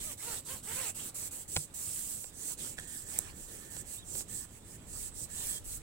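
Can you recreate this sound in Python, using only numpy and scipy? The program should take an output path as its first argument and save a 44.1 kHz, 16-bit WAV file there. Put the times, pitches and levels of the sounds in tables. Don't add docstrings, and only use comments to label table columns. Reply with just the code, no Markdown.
import sys
import numpy as np
from scipy import signal
from scipy.fft import rfft, irfft, next_fast_len
from scipy.io import wavfile
from scipy.ndimage import uniform_filter1d, map_coordinates

SR = 44100
rng = np.random.default_rng(int(sys.argv[2]) if len(sys.argv) > 2 else 0)


def to_wav(s):
    ch = np.atleast_2d(s).T
    pcm = np.round(np.clip(ch, -1, 1) * 32767)
    wavfile.write(sys.argv[1], SR, pcm.astype(np.int16))


N = 256656

# t/s, level/dB
HULL_LEVELS = [(0.0, -55.5), (0.88, -58), (1.13, -54.5), (1.28, -56), (2.04, -57), (3.03, -55.5),
               (3.55, -56.5), (4.97, -55), (5.82, -55.5)]
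WIND_LEVELS = [(0, -46.5), (.14, -71), (2.4, -67), (4.1, -61.5), (4.75, -66), (5.02, -55.5), (5.82, -54.5)]
# f/Hz, level/dB
HULL_SPECTRUM = [(40, -6), (65, -1.5), (90, 2), (150, -2.5), (280, -6.5), (600, -13.5), (1200, -21.5),
                 (3000, -29.5), (8000, -52), (16000, -69)]
WIND_SPECTRUM = [(10, -30), (25, 1), (50, 1), (90, -6.5), (200, -42.5)]
# start/s, end/s, hiss/dB, start slope, stop slope,
# drag/dB, fine grit/dB re hiss, panel groan/dB, track ring/dB
CLOTH_STROKES = [(-0.034, 0.134, -41, 4.4, 1.5, -51, -3, -60, -99.0),
                 (0.17, 0.395, -38, 17.6, 5.7, -45.5, -4, -63, -99.0),
                 (0.446, 0.62, -40.5, 25, 36, -48.5, -3.5, -55, -99.0),
                 (0.627, 0.907, -37, 15.4, 4.9, -45, -4, -81, -99.0),
                 (0.945, 1.095, -42.5, 3.4, 1.2, -53, -5, -56.5, -99.0),
                 (1.143, 1.277, -39.5, 1.7, 0.68, -56, -4.1, -64, -99.0),
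                 (1.308, 1.431, -44, 1.4, 3.8, -59.6, -3, -62, -99.0),
                 (1.477, 1.655, -38.5, 15, 14.7, -60, -8, -57, -99.0),
                 (1.738, 2.305, -39, 9.8, 15.3, -58.5, -2, -67, -99.0),
                 (2.316, 2.538, -38, 29.3, 4.7, -52.5, -5.5, -54, -99.0),
                 (2.573, 2.769, -38.5, 19, 38, -50.5, -4.5, -50.5, -99.0),
                 (2.769, 2.878, -47, 5.5, 16, -54, -21, -56.5, -59),
                 (2.871, 3.044, -43.5, 6, 9.5, -59, -4.5, -63, -56.5),
                 (3.047, 3.267, -40.5, 28, 33, -51.5, -5.5, -54, -62),
                 (3.21, 3.33, -49.7, 20.7, 20.5, -53, -9.7, -58, -58.5),
                 (3.327, 3.48, -47, 26, 11, -66, -5.6, -59, -70),
                 (3.476, 3.73, -47.5, 4, 22, -60.5, -2, -52.5, -60.5),
                 (3.701, 3.819, -42.9, 8.5, 7.1, -58, -4.5, -56, -59),
                 (3.833, 4.024, -44, 46, 48, -61, -3, -68, -65),
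                 (4.008, 4.222, -36.5, 48, 7.4, -55.3, -7, -54, -74.0),
                 (4.278, 4.456, -39.5, 23, 21.3, -58.5, -8, -57, -60),
                 (4.47, 4.583, -55, 19, 1.7, -69, -7, -69.6, -70.8),
                 (4.64, 4.763, -49, 18, 4.2, -77, -7, -61, -69),
                 (4.865, 5.091, -40.5, 19.7, 7.2, -58.1, -8, -58, -67),
                 (5.136, 5.253, -40, 21, 9, -68, -7, -56.5, -77),
                 (5.285, 5.585, -36.5, 24.3, 10.5, -51, -3.4, -62, -58.5),
                 (5.639, 5.78, -42, 16.6, 10, -60, -0.5, -64, -75)]
# f/Hz, level/dB
HISS_SPECTRUM = [(2500, -17.5), (4500, -4), (6000, -2.5), (9000, 0.5), (12000, -3.5), (16000, 13.5)]
DRAG_SPECTRUM = [(150, -3), (300, -8.5), (600, -10.5), (1200, -9), (2500, -10), (4000, -11), (7000, -28)]
FINE_GRIT_SPECTRUM = [(7000, -23), (9500, -11), (12000, -2.5), (16000, 2.5)]
GROAN_SPECTRUM = [(90, -44), (200, -0.5), (300, 2), (500, -3.5), (900, -22.5)]
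SQUEAK_SPECTRUM = [(200, -10), (450, -1), (1000, 0), (1500, -5), (2100, -10), (3000, -18), (5000, -35)]
# t/s, length/s, first f/Hz, middle f/Hz, last f/Hz, level/dB
WEAVE_SQUEAKS = [(.02, .1, 470, 650, 520, -58), (.22, .13, 385, 480, 375, -55),
                 (.47, .105, 385, 555, 430, -56), (.662, .078, 385, 455, 480, -52),
                 (.75, .14, 485, 510, 385, -52), (3.1, .085, 620, 780, 1000, -63)]
# t/s, snap/dB, shell/dB, deck thud/dB, track/dB
HAND_KNOCKS = [(1.488, -53, -62, -42.5, -73), (1.5622, -55, -32, -57, -62), (1.5649, -42, -28, -29.5, -52),
               (1.5658, -37, -24, -38, -60), (1.5722, -29, -33, -38, -66), (1.874, -60, -59, -41.5, -67),
               (1.9, -41, -48.5, -65, -70), (2.243, -62, -42.5, -70, -76), (2.782, -60, -50, -42, -33),
               (2.7867, -39, -39.5, -40, -29.5), (2.7965, -39, -55, -52, -36), (2.7995, -33, -66, -67, -42),
               (3.1885, -13, -38, -42, -70), (3.1896, -15, -48, -60, -70), (3.767, -49, -43, -71, -61),
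               (4.1532, -50, -40.5, -68, -66), (4.208, -56, -42, -63, -64), (5.406, -50, -45.5, -46, -65),
               (5.6615, -40, -60, -66, -68)]
# f/Hz, level/dB, time to fall 60 dB/s
DECK_MODES = [(91.5, 3, 0.1), (149.4, -4, 0.16), (300, -8.5, 0.037)]
# f/Hz, width/Hz, level/dB
SHELL_MODES = [(370, 210, -2), (537, 78, 7.5), (744, 92, 3), (1027, 43, 0), (1440, 140, -1),
               (2470, 680, 1.5), (2660, 400, 4), (4000, 1200, -4.5)]
METAL_TRACK_MODES = [(1500, 300, -6), (1790, 100, 8), (3320, 120, -3)]
# t/s, length/s, first f/Hz, middle f/Hz, last f/Hz, level/dB
THIN_WHISTLES = [(3.965, .08, 3000, 3850, 2950, -59.5), (5.11, .045, 8050, 8000, 7900, -68),
                 (5.36, .105, 3620, 3550, 3380, -58), (5.478, .12, 3330, 3290, 3240, -56.5)]
# t/s, left gain/dB, left lag/ms
HAND_PATH = [(0, -2, 0.15), (.75, -1.5, -0.045), (1.65, -0.5, -0.12), (2.2, -3.5, 0.12), (3.2, -3, 0.201),
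             (4.5, -3.5, 0.13), (5.82, -2, 0.11)]
# f/Hz, likeness/(0 to 1)
MIC_LIKENESS = [(60, 1), (200, 0.97), (700, 0.35), (2000, 0.15), (3500, 0.31), (7000, 0.11), (15000, 0.071)]
# f/Hz, width/Hz, level/dB
PORT_CAVITIES = [(9480, 1470, -3.5), (7866, 900, -1.5)]
# f/Hz, level/dB
CASE_COLOUR = [(100, 0), (500, -0.5), (1500, -1), (3000, 3), (6000, -1.5), (11000, -4.5), (16000, -5.5)]


def amp(db):
    return 10 ** (np.asarray(db) / 20)


def unit(x):
    return x / np.sqrt(np.mean(x ** 2) + 1e-20)


def along(points, hz):
    f, values = np.transpose(points)
    return np.interp(np.log(hz + 1), np.log(f + 1), values)


def curve(points):
    return np.interp(np.arange(N) / SR, *np.transpose(points))


def wobble(rate):
    return map_coordinates(rng.standard_normal(int(N * rate / SR) + 4), [np.arange(N) * rate / SR])


def filtered(x, response):
    size = next_fast_len(N + SR // 4)
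    return irfft(rfft(x, size) * response(np.fft.rfftfreq(size, 1 / SR)), size)[..., :N]


def resonances(modes, hz):
    return sum((-1) ** k * amp(db) * 1j * hz * width / (centre ** 2 - hz ** 2 + 1j * hz * width)
               for k, (centre, width, db) in enumerate(modes))


def ports(hz):
    left, right = [amp(db) * centre ** 2 / (centre ** 2 - hz ** 2 + 1j * hz * width)
                   for centre, width, db in PORT_CAVITIES]
    return np.array([left * amp(along(CASE_COLOUR, hz)), right])


def noise(spectrum, patchy_db, grit_db):
    gritty = amp(grit_db * wobble(600)) * rng.standard_normal((2, N))
    frames = signal.stft(gritty, nperseg=512)[2]
    patches = uniform_filter1d(rng.standard_normal(frames.shape[1:]), 8, axis=0)
    patches = unit(uniform_filter1d(patches, 8, axis=1))
    pair = signal.istft(frames * amp(patchy_db * patches), nperseg=512)[1][:, :N]
    pair = filtered(pair, lambda hz: amp(along(spectrum, hz)))
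    return pair / np.std(filtered(pair, ports))


def paired(pair, likeness):
    def weights(hz):
        share = np.clip(along(likeness, hz), 0, 1)
        return [np.sqrt(1 - share ** 2), share]
    return np.array([filtered(pair, weights).sum(axis=0), pair[1]])


def arc(start_s, length_s, first_hz, middle_hz, last_hz, fade_s):
    t = np.arange(N) / SR - start_s
    parabola = np.polyfit([0, .5, 1], [first_hz, middle_hz, last_hz], 2)
    hz = np.polyval(parabola, np.clip(t / length_s, 0, 1))
    return hz, np.clip(np.minimum(t, length_s - t) / fade_s, 0, 1)


def harbour():
    level_db = curve(HULL_LEVELS) + wobble(4)
    return amp(level_db) * paired(noise(HULL_SPECTRUM, patchy_db=1.3, grit_db=-0.5), MIC_LIKENESS)


def wind():
    level_db = curve(WIND_LEVELS) + 2.4 * wobble(4.7) + np.array([[5.5], [0]])
    return amp(level_db) * paired(noise(WIND_SPECTRUM, patchy_db=0, grit_db=1.5), [(30, 0.25)])


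def stroke_gain(level_db, swing, rest_db):
    head_start = 0.055
    settle_s = 0.0059
    t, power = np.arange(N) / SR, amp(2 * rest_db)
    for (start, end, _, rise, fall, *_), db in zip(CLOTH_STROKES, level_db):
        progress = np.clip((t - start) / (end - start), 0, 1 - 1e-9)
        crest = max((rise - head_start * fall) / (rise + fall), 0)
        rise_db = rise * np.log10((progress + head_start) / (crest + head_start))
        fall_db = fall * np.log10((1 - progress) / (1 - crest))
        moving = (t > start) & (t < end)
        power = power + moving * amp(2 * (db + swing * (rise_db + fall_db)))
    decay = np.exp(-1 / (settle_s * SR))
    return np.sqrt(signal.lfilter([1 - decay], [1, -decay], power))


def rubbing():
    hiss_db, _, _, drag_db, fine_db, groan_db, track_db = np.transpose(CLOTH_STROKES)[2:]
    pressure = wobble(25.12)
    hiss = stroke_gain(hiss_db, swing=0.81, rest_db=-61) * amp(0.5 * pressure)
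    hiss = hiss * noise(HISS_SPECTRUM, patchy_db=2, grit_db=0.5)
    drag = stroke_gain(drag_db, swing=0.99, rest_db=-63.5) * amp(0.27 * pressure)
    drag = drag * noise(DRAG_SPECTRUM, patchy_db=3.5, grit_db=1.5)
    fine_grit = stroke_gain(hiss_db + fine_db, swing=1, rest_db=-69) * amp(1.3 * pressure)
    fine_grit = fine_grit * noise(FINE_GRIT_SPECTRUM, patchy_db=1.5, grit_db=1.5)
    groan = stroke_gain(groan_db, swing=0.5, rest_db=-75) * amp(2.5 * wobble(25))
    groan = groan * noise(GROAN_SPECTRUM, patchy_db=2, grit_db=-0.5)
    metal = unit(filtered(rng.standard_normal((2, N)), lambda hz: resonances(METAL_TRACK_MODES, hz)))
    track = stroke_gain(track_db, swing=0.067, rest_db=-95) * amp(2.4 * wobble(30))
    track = track * paired(metal, [(1800, 0.54)])
    return paired(hiss + fine_grit + drag + groan, MIC_LIKENESS) + amp([[-5], [0]]) * track


def squeaks():
    out = np.zeros(N)
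    for *glide, db in WEAVE_SQUEAKS:
        hz, gate = arc(*glide, fade_s=.02)
        threads = np.cumsum(hz * (1 + .02 * wobble(150) + .025 * wobble(35))) / SR
        slips = np.diff(np.floor(threads), prepend=0) * amp(2.5 * rng.standard_normal(N))
        out += gate * amp(db + 3 * wobble(35)) * slips * SR / hz / np.sqrt(2)
    return filtered(out, lambda hz: amp(along(SQUEAK_SPECTRUM, hz)))


def knocks():
    direct, blows = np.zeros(N + SR), np.zeros((2, N))
    t = np.arange(SR // 3) / SR
    treble = signal.butter(3, 7600, "high", fs=SR, output="sos")
    thud_attack = 1 - np.exp(-t / 0.0026)
    for start_s, snap_db, shell_db, thud_db, track_db in HAND_KNOCKS:
        onset = round(start_s * SR)
        crack = (t == 0) + 0.3 * rng.standard_normal(len(t)) * amp(-60 * t / 0.004)
        snap = 3 * amp(snap_db) * signal.sosfilt(treble, np.diff(crack, prepend=0))
        thud = sum(amp(thud_db + db - 60 * t / t60) * np.sin(2 * np.pi * hz * t)
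                   for hz, db, t60 in DECK_MODES)
        direct[onset:onset + len(t)] += snap + thud * thud_attack
        blows[:, onset] = amp([shell_db, track_db]) * SR / (2 * np.pi * 200)
    shell = filtered(blows[0], lambda hz: resonances(SHELL_MODES, hz))
    track = filtered(blows[1], lambda hz: resonances(METAL_TRACK_MODES, hz))
    return direct[:N] + shell + amp([[-4], [0]]) * track


def whistles():
    out = np.zeros(N)
    for *glide, db in THIN_WHISTLES:
        hz, gate = arc(*glide, fade_s=.015)
        cycles = np.cumsum(hz * (1 + .014 * wobble(200))) / SR
        out += gate * np.sqrt(2) * amp(db + 3 * wobble(60)) * np.sin(2 * np.pi * cycles)
    return out


def from_hand(pair):
    hz, t, frames = signal.stft(pair[0], SR, nperseg=256)
    path_s, gain_db, lag_ms = np.transpose(HAND_PATH)
    gain = amp(np.interp(t, path_s, gain_db))
    delay = np.exp(-2j * np.pi * hz[:, None] * np.interp(t, path_s, lag_ms) / 1000)
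    left = signal.istft(frames * gain * delay, SR, nperseg=256)[1][:N]
    return np.array([left, pair[1]])


def scene():
    brief_sounds = squeaks() + knocks() + whistles()
    return from_hand(rubbing() + brief_sounds) + harbour() + wind()


def record(dry):
    top_hz = 15900
    return filtered(dry, lambda hz: ports(hz) * (hz < top_hz))


dry = scene()
out = record(dry)
to_wav(out)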